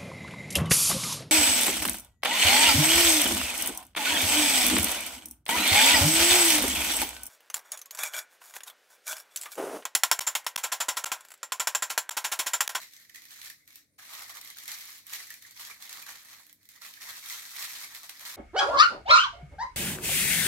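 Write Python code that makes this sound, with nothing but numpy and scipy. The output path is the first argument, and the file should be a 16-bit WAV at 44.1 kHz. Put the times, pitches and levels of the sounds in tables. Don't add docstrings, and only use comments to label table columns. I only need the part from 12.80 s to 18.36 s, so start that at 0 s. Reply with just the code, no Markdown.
import sys
import numpy as np
from scipy import signal
from scipy.fft import rfft, irfft, next_fast_len
from scipy.io import wavfile
from scipy.ndimage import uniform_filter1d

SR = 44100
rng = np.random.default_rng(int(sys.argv[2]) if len(sys.argv) > 2 else 0)


def gain_from_db(level_db):
    decades = np.asarray(level_db, float) / 20
    return 10 ** decades


def bounce(signal):
    frames = np.transpose(np.atleast_2d(signal))
    limited = np.clip(frames, -1, 1)
    pcm = np.round(limited * 32767).astype(np.int16)
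    wavfile.write(sys.argv[1], SR, pcm)


N = 245195

# start in seconds, length in seconds, top effort in dB,
# swell over the stroke in dB, wide panels in dB re fine creases.
FOLD_STROKES = [
    (-0.01, 0.063, -40, -19, -9.5),
    (-0.01, 0.25, -57.0, -3.7, -23),
    (0.13, 0.098, -64.4, 4, -24.6),
    (0.245, 0.45, -49.2, 15, -17.4),
    (0.35, 0.06, -52, -10, -28.3),
    (0.5, 0.35, -56.5, -16.5, -14),
    (0.6, 0.06, -51.8, 13.0, -22),
    (0.8, 0.06, -75.2, -13.3, -12.6),
    (0.849, 0.13, -55.5, 18, -24.0),
    (0.877, 0.077, -60.5, -9, -15),
]
CRIMP_STROKES = [
    (1.18, 0.32, -45.5, 9, -7),
    (1.28, 0.13, -46.1, 8, -7),
    (1.53, 0.41, -45.5, 14, -14.1),
    (1.54, 0.2, -45.7, -14, -8.1),
    (1.88, 0.06, -41.5, -6.1, -15),
    (1.96, 0.22, -46.0, -5.0, -15.0),
    (2.11, 0.35, -56.5, 11, -11.6),
]
PRESS_STROKES = [(2.26, 0.091, -53, 5, -18), (2.29, 0.059, -38, 20, -14.5),
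                 (2.38, 0.18, -43.5, -18.5, -14.8), (2.49, 0.046, -53.3, 1, -19),
                 (2.56, 0.13, -58.5, 4, -27), (2.61, 0.25, -54.7, 3.5, -17.5), (2.76, 0.18, -54, -6.5, -13),
                 (2.79, 0.13, -42.5, -8.5, -10), (2.82, 0.4, -47.5, 17, -8), (3.01, 0.25, -51, -6.7, -13.5),
                 (3.08, 0.085, -55.5, 1, -7.5), (3.26, 0.05, -46.5, -0.1, -3.5),
                 (3.28, 0.43, -49, -16, -11), (3.47, 0.063, -48.5, 17.5, -6), (3.77, 0.09, -65.6, 17, -19)]
ROLL_STROKES = [(3.89, 0.084, -55, -15, -27), (3.93, 0.45, -44.5, 18.8, -14.5),
                (4.01, 0.095, -44.5, -11, -10.5), (4.21, 0.095, -43.5, 6.2, -9),
                (4.36, 0.18, -37.5, 18, -13.2), (4.49, 0.45, -42.5, 7.9, -13),
                (4.56, 0.04, -49, 0.3, -23.2), (4.75, 0.099, -42, 2, -12.5),
                (4.95, 0.093, -41.5, -1.5, -12.5), (5.07, 0.45, -49.5, -5, -10.5),
                (5.14, 0.022, -48.5, 2, -9.5), (5.23, 0.056, -46.5, -16, -7), (5.4, 0.097, -48, -13, -8),
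                (5.45, 0.26, -41, -13.4, -8.5)]
# time in seconds, length in seconds, change of the swarm in dB.
PAUSES = [(0.282, 0.03, -7.7), (0.318, 0.04, -7), (0.336, 0.012, -6), (0.479, 0.023, -7), (0.529, 0.028, 5),
          (0.608, 0.015, -4.0), (0.691, 0.015, -7), (0.74, 0.03, -2.9), (1.242, 0.027, -3.5),
          (1.467, 0.05, -8), (1.602, 0.018, -7), (1.628, 0.025, -6.5), (1.72, 0.03, -3),
          (1.746, 0.038, -8.9), (1.851, 0.02, -6), (1.869, 0.012, -4.0), (2.23, 0.033, -2),
          (2.46, 0.03, -4.6), (2.616, 0.01, -5), (2.671, 0.03, 7.5), (2.734, 0.025, -8), (2.99, 0.023, -3),
          (3.085, 0.015, -3), (3.21, 0.03, -5.0), (3.601, 0.034, 5.9), (3.782, 0.03, 5),
          (3.88, 0.012, -4.0), (3.96, 0.03, 6), (3.99, 0.03, -4.6), (4.12, 0.02, -6), (4.198, 0.02, -6.4),
          (4.41, 0.03, -3.0), (4.69, 0.039, -6.5), (5.08, 0.021, -3), (5.28, 0.03, -4.5), (5.287, 0.01, -5)]
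# time in seconds, peak in dB, top fizz in dB re peak.
FOLD_CRACKS = [(0.0316, -36.8, -16.5), (0.1356, -42, -11.5), (0.1645, -43.5, -19.1), (0.2957, -41.7, -15.0),
               (0.3461, -41, -11), (0.3581, -36.5, -11.7), (0.4199, -41.1, -14.5), (0.4534, -41.0, -12.8),
               (0.5072, -40.7, -11.3), (0.6155, -33.5, -23.1), (0.6479, -39.1, -12.1),
               (0.6584, -35.2, -18.6), (0.6999, -33.5, -11), (0.8764, -43.5, -13), (0.9053, -43.5, -22.2),
               (0.928, -50.0, -6.5), (0.9572, -38.5, -9)]
CRIMP_CRACKS = [(1.1887, -43, -14), (1.3924, -38.5, -12.5), (1.422, -35.5, -11), (1.495, -39.8, -10.1),
                (1.5694, -34, -13.7), (1.6129, -34.5, -13), (1.6482, -45, -2.1), (1.6744, -38.5, -10.6),
                (1.7015, -35, -12.0), (1.7704, -37.7, -9), (1.7848, -33, -13), (1.8564, -36.9, -11),
                (1.8786, -31, -10), (1.917, -26.5, -15), (1.9854, -40, -7.9), (2.0083, -36, -15.5),
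                (2.1041, -40, -5)]
PRESS_CRACKS = [(2.2672, -47.5, 6), (2.2964, -37.6, -17), (2.3341, -25, -15), (2.5038, -33.6, -8.5),
                (2.5401, -37.5, -6.5), (2.6232, -40.5, -11.3), (2.7092, -42.5, -8.9), (2.7966, -32, -20),
                (2.8494, -34, -18.4), (2.9033, -39.3, -15), (3.0036, -44.9, -10), (3.0235, -32.5, -15.4),
                (3.0934, -32, -21), (3.128, -31, -10.5), (3.1724, -38.9, -12.4), (3.2191, -42, -7.2),
                (3.2245, -39, -6.0), (3.2644, -37, -16.3), (3.355, -39.4, -18.4), (3.449, -44.5, -7),
                (3.6664, -48.0, -5.8), (3.6955, -45.0, -17), (3.728, -50.0, 0.4), (3.8302, -51.5, -11),
                (3.8538, -49.5, -8)]
ROLL_CRACKS = [(3.8891, -42.5, -6.5), (4.0183, -38, -20.1), (4.0644, -39, -13.8), (4.1375, -37, -15.0),
               (4.2188, -35.5, -14.2), (4.2887, -38, -9), (4.3685, -37, -13), (4.4593, -34, -13),
               (4.4874, -34, -15.5), (4.4984, -28.7, -16), (4.6524, -35.5, -20), (4.7072, -37, -12.6),
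               (4.8252, -31, -9.2), (5.1479, -35, -9.8), (5.2322, -38.5, -11.8), (5.2936, -32, -12.7),
               (5.3946, -38.5, -11), (5.452, -35.2, -11.3), (5.4994, -35, -15.9)]
# time in seconds, peak in dB, pitch in Hz, ring T60 in seconds.
PINGS = [(0.2977, -42.5, 1880, 0.02), (0.3471, -40, 1860, 0.034), (0.4529, -42.5, 1930, 0.035),
         (0.7013, -35, 1827, 0.026), (0.8764, -48, 2060, 0.032), (1.1927, -43, 1730, 0.027),
         (1.5713, -34, 1250, 0.03), (1.7654, -46.5, 1584, 0.048), (1.8836, -28.5, 2080, 0.024),
         (1.9165, -43, 2000, 0.039), (2.0123, -34, 2016, 0.031), (2.3351, -25, 2120, 0.022),
         (2.5047, -32, 1846, 0.031), (2.6484, -39, 1905, 0.035), (2.9103, -31.5, 2223, 0.028),
         (3.2286, -42, 2420, 0.046), (4.0163, -43, 1900, 0.038), (4.1739, -41.5, 1690, 0.032),
         (4.2068, -43, 1820, 0.045), (4.2537, -41, 2020, 0.043), (4.2882, -40, 1860, 0.041),
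         (4.4278, -41, 2180, 0.041), (4.4852, -39, 2320, 0.04), (4.5047, -34, 2070, 0.042),
         (4.783, -41, 1920, 0.046), (4.8339, -39, 1800, 0.032), (5.0365, -42, 2100, 0.032),
         (5.2964, -41, 2240, 0.029), (5.3438, -40, 1890, 0.032), (5.4515, -43, 1980, 0.031)]
# time in seconds, peak in dB, pitch in Hz.
MIDDLE_POPS = [(0.1361, -54, 1760), (0.174, -52, 2080), (0.249, -50, 1900), (0.362, -44, 1880),
               (0.381, -45, 1910), (0.414, -50, 2070), (0.5187, -48, 1860), (0.6305, -48, 1860),
               (0.6684, -43, 1860), (0.9043, -52, 2310), (1.266, -52, 1830), (1.3508, -41, 1920),
               (1.3987, -43, 2230), (1.4222, -42, 1910), (1.4611, -39, 2000), (1.498, -46.5, 1980),
               (1.5249, -43, 1950), (1.5713, -40, 2080), (1.6282, -47, 1970), (1.6566, -45, 2010),
               (1.7065, -42, 2020), (1.8073, -45.5, 1910), (1.8567, -46, 1980), (2.1151, -49, 1740),
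               (2.3935, -47, 2090), (2.5436, -46, 2230), (2.6264, -48, 1880), (2.6644, -45, 2060),
               (2.7641, -49, 1886), (2.8734, -45, 1760), (3.03, -49, 2120), (3.05, -46, 2040),
               (3.0944, -42, 2020), (3.1527, -42, 2100), (3.2665, -42, 1820), (3.2844, -43, 2200),
               (3.3044, -44, 2190), (3.3583, -46, 1920), (3.4535, -50, 1860), (3.484, -50, 2060),
               (3.5249, -47, 2030), (3.9764, -50, 1980), (4.0487, -45, 1950), (4.136, -49, 2350),
               (4.2198, -43, 1860), (4.2694, -41, 1990), (4.3094, -44, 1860), (4.357, -43, 1750),
               (4.6543, -47, 1610), (4.7072, -48, 1860), (4.7616, -41, 2160), (4.8778, -41, 1880),
               (4.9576, -42, 1990), (5.1337, -46, 1920), (5.244, -46, 2030), (5.3931, -47, 2050),
               (5.4276, -43, 2010), (5.5094, -46, 2010)]
# time in seconds, peak in dB, pitch in Hz.
PANEL_POPS = [(1.189, -52, 1250), (1.283, -51, 1260), (1.331, -48, 1136), (1.503, -50, 1300),
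              (1.584, -53, 1030), (1.834, -49, 1270), (1.881, -52, 830), (2.329, -50, 1275),
              (2.8, -48, 1220), (3.113, -52, 1190), (3.234, -53, 1140), (3.525, -53, 1030),
              (3.97, -55, 1200), (4.019, -45, 1290), (4.06, -50, 1200), (4.286, -46, 1144),
              (4.373, -49, 1110), (4.499, -42, 1294), (4.54, -47, 1370), (4.784, -46, 1270),
              (5.031, -49, 1130), (5.226, -49, 1150), (5.46, -46, 1055), (5.507, -46, 1260)]
# time in seconds, peak in dB, pitch in Hz.
LOW_POPS = [(1.189, -58, 756), (1.237, -60, 945), (1.295, -57, 754), (1.333, -55, 942), (1.364, -57, 883),
            (1.409, -62, 941), (1.57, -53, 940), (1.584, -49, 786), (1.701, -65, 860), (1.88, -54, 821),
            (1.929, -51, 850), (3.276, -57, 910), (3.293, -54, 920), (4.252, -53, 834), (4.509, -54, 732),
            (4.879, -50, 925)]
# time in seconds, peak in dB, centre of the pitch region in Hz.
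FLICKS = [(0.0864, -43, 6230), (0.1655, -41, 6900), (0.2234, -46, 3700), (0.2492, -46, 4500),
          (0.3764, -43, 4490), (0.4848, -43, 4880), (0.5154, -38, 11300), (0.5764, -41, 5830),
          (0.6304, -36, 11800), (0.6743, -36, 4080), (1.2664, -43, 12900), (1.2914, -40, 3990),
          (1.3514, -36, 5800), (1.3784, -39, 5780), (1.434, -38, 11000), (1.4424, -35, 4390),
          (1.521, -39, 12500), (1.6587, -37, 5220), (1.747, -36, 4060), (1.8354, -34, 11500),
          (1.9434, -31, 5780), (2.0537, -35, 12300), (2.0747, -35, 5810), (2.1184, -37, 5650),
          (2.1774, -40, 12700), (2.6654, -44, 7660), (2.7462, -45, 5600), (2.7644, -44, 5870),
          (2.7742, -36, 3630), (2.806, -33, 11800), (3.076, -40, 3000), (3.112, -41, 4800),
          (3.3947, -39.5, 3810), (3.4311, -41, 12000), (3.4924, -45, 4020), (3.5194, -42, 5890),
          (3.9604, -47, 5420), (4.2114, -37, 5840), (4.7554, -31, 11800), (4.7844, -30.5, 4500),
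          (4.962, -36, 3900), (4.975, -35, 3500), (5.0384, -33, 4420), (5.165, -33, 4300),
          (5.3727, -39, 4230), (5.4578, -29, 3820)]
# time in seconds, length in seconds, pitch in Hz, width in Hz, level in dB.
SETTLING = [
    (0.8, 0.06, 2120, 300, -70.5),
    (1.085, 0.074, 2080, 200, -88),
    (1.105, 0.097, 9200, 398, -80),
    (3.678, 0.075, 2060, 350, -70),
    (3.798, 0.27, 2000, 350, -71.5),
    (0.14, 0.12, 1930, 350, -66),
]
# frequency in Hz, spectrum level in dB.
FOIL_COLOUR = [(250, -35), (420, -22), (726, -7), (1160, -1.5), (1460, -5), (1950, 2.5), (2810, -7),
               (3300, -3), (4240, -1.5), (4710, -4.5), (5830, -3.5), (10200, -9.5), (12500, -1.5),
               (15900, -9.5)]
# frequency in Hz, spectrum level in dB.
COUNTER_COLOUR = [(30, -37), (48, 6), (100, 1), (200, 6.5), (320, 5), (450, -39)]
# time in seconds, left-right level difference in dB.
HAND_BALANCE = [
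    (0.0, -1.0),
    (0.26, -3.5),
    (1.22, -1),
    (1.61, -3.5),
    (1.86, -2),
    (3.19, -3),
    (3.47, -2),
    (3.73, -5.5),
    (4.07, -2.5),
    (5.56, -1.5),
]
# time in seconds, lag of the left port in samples.
LEFT_LAG = [
    (0.0, -7),
    (2.2, -6),
    (2.7, 1),
    (5.56, 2),
]
# frequency in Hz, T60 in seconds.
ROOM_T60 = [(500, 0.14), (1320, 0.11), (2000, 0.22), (2900, 0.18), (4200, 0.25), (9190, 0.18)]
# frequency in Hz, spectrum level in dB.
AIR_COLOUR = [(26, -38), (45, -5), (207, 0), (321, -7.5), (363, -7.5), (552, -7.5), (609, -10.5),
              (1150, -27), (2130, -31), (3660, -43), (9090, -14.5), (16000, -41)]
# centre in Hz, width in Hz, level in dB.
HUM_BANDS = [
    (104, 33, -83.5),
    (253, 18, -91),
]
# frequency in Hz, left-right likeness from -1 to 1.
PORT_LIKENESS = [(60, 0.65), (130, 0.72), (290, 0.78), (640, 0.77), (1410, 0.32), (3100, 0.13),
                 (6820, -0.25), (15000, 0.13)]
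# frequency in Hz, left-right level difference in dB.
PORT_BALANCE = [(60, 6.5), (110, 3), (200, -1), (380, 1.5), (700, -1.5), (1290, -1), (2380, -1.5),
                (4400, 3.5), (8120, 1), (15000, -1.5)]


def crinkle(snaps_per_s=2400, spread_db=3.0, clump_db=1.75, clumps_per_s=30, level_db=-0.74):
    snaps = gain_from_db(spread_db * np.minimum(rng.exponential(1, N), 2.3))
    snaps = snaps * (rng.random(N) < snaps_per_s / SR) * rng.choice([-1, 1], N)
    snaps = snaps * gain_from_db(clump_db * drift(clumps_per_s))
    creases = 24
    crease = rng.integers(0, creases, N)
    t60 = np.geomspace(.006, .03, num=creases)
    shapes = irfft(rings(t60, rise=0.00014, patch_db=5.5, snap_db=-0.5))[..., :1024]
    shapes = shapes / np.linalg.norm(shapes, axis=(0, 2), keepdims=True)
    swarm = np.zeros((2, N))
    for k in range(creases):
        own_snaps = (snaps * (crease == k))[None]
        swarm += signal.oaconvolve(own_snaps, shapes[:, k], axes=1)[:, :N]

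    size = next_fast_len(N)
    hz = np.fft.rfftfreq(size, 1 / SR)
    spectrum = rfft(patchy(swarm, depth_db=1.5), size)
    wide, middle, fine, top = (evened(irfft(spectrum * s, size)[:, :N]) for s in fold_sizes(hz))

    effort_db, middle_db, wide_db, top_db = grip()
    hollow = np.exp(-((hz - 3000) / 510) ** 2)
    full_db, gone_db = -71, -55.5
    light = np.clip((effort_db - gone_db) / (full_db - gone_db), 0, .55)
    middle = middle - light * irfft(rfft(middle, size) * hollow, size)[:, :N]
    fine = fine - light * irfft(rfft(fine, size) * hollow, size)[:, :N]

    surge_db = surges()
    wide_db = wide_db + 0.73 * surge_db
    mixed = gain_from_db(wide_db) * wide + gain_from_db(middle_db) * middle + fine + gain_from_db(top_db) * top
    return gain_from_db(level_db + effort_db + surge_db) * mixed


def grip():
    attack_s, release_db_per_s, still_db = 0.0058, 327, -83.5
    t = np.arange(0, N, 64) / SR
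    strokes = FOLD_STROKES + CRIMP_STROKES + PRESS_STROKES + ROLL_STROKES
    start, length, top_effort_db, swell_db, panels_db = np.transpose(strokes)[..., None]
    db = top_effort_db + swell_db * np.clip((t - start) / length, 0, 1) - np.maximum(swell_db, 0)
    db = db - release_db_per_s * np.maximum(t - start - length, 0)
    attack = np.clip((t - start) / attack_s, 0, 1)
    power = (gain_from_db(db) * attack) ** 2 + gain_from_db(still_db) ** 2 / len(start)
    effort_db = 10 * np.log10(power.sum(0))
    wide_db = 10 * np.log10((power * gain_from_db(panels_db) ** 2).sum(0)) - effort_db

    lean = effort_db + 55
    middle_db = -8.0 - 0.14 * lean
    wide_db = wide_db + .25 * np.minimum(lean, 0)
    top_db = -1.5 - .05 * lean
    return [np.interp(np.arange(N) / SR, t, x) for x in (effort_db, middle_db, wide_db, top_db)]


def surges():
    t = np.arange(0, N, 64) / SR
    db = sum(gain_db * np.exp(-(2.6 * (t - s) / length) ** 2) for s, length, gain_db in PAUSES)
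    return np.interp(np.arange(N) / SR, t, db)


def fold_sizes(hz):
    above = [1 / (1 + (edge / (hz + 1)) ** 12) for edge in (1500, 2700, 9000)]
    shares = [1 - above[0], above[0] - above[1], above[1] - above[2], above[2]]
    return np.sqrt(np.clip(shares, 0, 1)) * gain_from_db(read(FOIL_COLOUR, hz))


def rings(t60, rise, patch_db, snap_db, size=1024):
    t, hz = np.arange(size) / SR, np.fft.rfftfreq(2 * size, 1 / SR)
    draws = rng.standard_normal((len(t60), 2 * size + 1))
    fade = gain_from_db(-60 * t / np.clip(t60, .002, .1)[:, None])
    fade = fade * (1 - np.exp(-t / np.clip(rise, 1e-5, .01)))
    fade = fade + gain_from_db(snap_db - 60 * t / 0.0021)
    a = rfft(draws[:, :size] * fade, 2 * size)
    b = rfft(draws[:, size:2 * size] * fade, 2 * size)
    octaves = np.log2((hz + 1) / 4000) - 1.2 * draws[:, -1:]
    return paired(a, b, hz) * gain_from_db(patch_db * (np.exp(-(octaves / 0.46) ** 2) - 0.8))


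def patchy(x, depth_db):
    z = signal.stft(x, nperseg=256)[2]
    field = uniform_filter1d(rng.standard_normal(z.shape[1:]), size=4, axis=0)
    field = uniform_filter1d(field, size=9, axis=1)
    return signal.istft(z * gain_from_db(depth_db * evened(field)), nperseg=256)[1][:, :N]


def cracks(level_db=3.0, middle_db=-15.0, wide_db=-10.5):
    s, peak_db, top_db = np.transpose(FOLD_CRACKS + CRIMP_CRACKS + PRESS_CRACKS + ROLL_CRACKS)
    t60 = (.017 + .0003 * (peak_db + 34.5)) * np.exp(0.16 * rng.standard_normal(len(s)))
    sizes = fold_sizes(np.fft.rfftfreq(2048, 1 / SR))
    sizes = sizes / np.sqrt(np.mean(sizes ** 2, 1, keepdims=True))
    panels_db = wide_db + grip()[2][(s * SR).astype(int)]
    weights_db = np.transpose([panels_db, 0 * s + middle_db, 0 * s - 3.0, top_db + 9.0])
    colour = gain_from_db(level_db + peak_db[:, None] + weights_db) @ sizes
    sounds = irfft(rings(t60, rise=0.00072, patch_db=0.5, snap_db=-6.5) * colour)
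    return placed(s, np.roll(sounds, 128, -1), lead=128)


def pings(level_db=-2.0, spread=0.04, rise=0.0016):
    rows = PINGS + [(s, db + 3.5, hz, 0.025) for s, db, hz in MIDDLE_POPS]
    rows = rows + [(s, db + 2.5, hz, .035) for s, db, hz in PANEL_POPS + LOW_POPS]
    s, peak_db, hz, t60 = (c[:, None] for c in np.transpose(rows))
    t = np.arange(3000) / SR
    draws = rng.standard_normal((len(s), 3, 3))
    fade = gain_from_db(level_db + peak_db - 60 * t / np.clip(t60, .005, .1)) * (1 - np.exp(-t / rise))
    turns = hz[..., None] * (1 + spread * draws[..., :1]) * t
    sounds = [np.sin(2 * np.pi * (turns + draws[..., port:port + 1])).sum(1) * fade for port in (1, 2)]
    return placed(s[:, 0], np.array(sounds))


def flicks(level_db=-2.5, t60=0.013, octaves=0.52):
    s, peak_db, centre_hz = (c[:, None] for c in np.transpose(FLICKS))
    hz = np.fft.rfftfreq(2048, 1 / SR)
    colour = np.exp(-(np.log2((hz + 1) / centre_hz) / octaves) ** 2)
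    colour = colour / np.sqrt(np.mean(colour ** 2, 1, keepdims=True)) * gain_from_db(level_db + peak_db)
    sounds = irfft(rings(t60 + 0 * s[:, 0], rise=0.00048, patch_db=0.0, snap_db=-7.0) * colour)
    return placed(s[:, 0], np.roll(sounds, 128, -1), lead=128)


def settling():
    t = np.arange(N) / SR
    out = np.zeros((2, N))
    for s, length, centre, width, db in SETTLING:
        swell = np.sin(np.pi * np.clip((t - s) / length, 0, 1)) ** .5
        ring = band_noise(lambda hz: 1 / (1 + (2 * (hz - centre) / width) ** 4))
        out += gain_from_db(db) * swell * ring
    return out


def thuds(level_db=-80, follow=0.23):
    effort_db, _, wide_db, _ = grip()
    force_db = uniform_filter1d(effort_db + wide_db + 60, size=3000)
    return gain_from_db(level_db + follow * force_db) * band_noise(lambda hz: gain_from_db(read(COUNTER_COLOUR, hz)))


def kitchen(x, count):
    taps = rng.standard_normal((count, 2, SR // 2)) * (np.arange(SR // 2) > .004 * SR)
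    hz, t, z = signal.stft(taps, SR, nperseg=256)
    decay = gain_from_db(-60 * t / np.clip(read(ROOM_T60, hz), .05, 1)[:, None])
    z = paired(z[:, 0], z[:, 1], hz[:, None]) * decay
    tails = signal.istft(z, SR, nperseg=256)[1]
    spot = np.repeat(rng.integers(0, count, N // 128 + 1), 128)[:N]
    size = next_fast_len(N + SR)
    heard = sum(rfft(x.mean(0) * (spot == k), size) * rfft(tails[:, k], size) for k in range(count))
    return irfft(heard, size)[:, :N] / np.linalg.norm(tails[0, 0])


def background():
    hz = np.fft.rfftfreq(N, 1 / SR)
    air = gain_from_db(-79) * evened(gain_from_db(read(AIR_COLOUR, hz)))
    hum = sum(gain_from_db(db) * evened(1 / (1 + (2 * (hz - f) / width) ** 2)) for f, width, db in HUM_BANDS)
    noise = paired(*rfft(rng.standard_normal((2, N))), hz)
    whine_hz = 298.5 + 1.58 * drift(3.1)
    whine = gain_from_db(-81.5 + 2.1 * drift(5.8)) * np.sin(2 * np.pi * np.cumsum(whine_hz) / SR)
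    return irfft(noise * np.hypot(air, hum), N) + whine


def band_noise(shape):
    hz = np.fft.rfftfreq(N, 1 / SR)
    return evened(irfft(paired(*rfft(rng.standard_normal((2, N))), hz) * shape(hz), N))


def drift(per_s):
    z = rfft(rng.standard_normal(N)) / (1 + (np.fft.rfftfreq(N, 1 / SR) / per_s) ** 2)
    return evened(irfft(z, N))


def paired(a, b, hz):
    same = np.clip(read(PORT_LIKENESS, hz), 0, 1)
    return np.array([a, same * a + np.sqrt(1 - same ** 2) * b])


def placed(times, sounds, lead=0):
    size = sounds.shape[-1]
    out = np.zeros((2, N + size + lead))
    for k, at in enumerate(np.round(times * SR).astype(int)):
        out[:, at:at + size] += sounds[:, k]
    return out[:, lead:N + lead]


def read(points, hz):
    f, value = np.transpose(points)
    return np.interp(np.log(hz + 1), np.log(f + 1), value)


def evened(x):
    return x / np.sqrt(np.mean(abs(x) ** 2) + 1e-30)


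def scene():
    foil = crinkle() + cracks() + pings() + flicks()
    t = np.arange(N) / SR
    side = gain_from_db(np.outer([.5, -.5], np.interp(t, *np.transpose(HAND_BALANCE))))
    lag = np.round(np.interp(t, *np.transpose(LEFT_LAG))).astype(int)
    left = foil[0, np.clip(np.arange(N) - lag, 0, N - 1)]
    direct = gain_from_db(-2.07) * side * np.array([left, foil[1]])
    return direct + gain_from_db(-4.0) * kitchen(foil, count=6) + settling() + thuds() + background()


def low_pass(x):
    return signal.sosfilt(signal.butter(12, 17020, fs=SR, output="sos"), x)


def record(dry):
    size = next_fast_len(N)
    hz = np.fft.rfftfreq(size, 1 / SR)
    colour_db = np.outer([.5, -.5], read(PORT_BALANCE, hz)) - 46 * (hz > 16040)
    mix = irfft(rfft(dry, size) * gain_from_db(colour_db), size)[:, :N]
    return low_pass(mix)


dry = scene()
out = record(dry)
bounce(out)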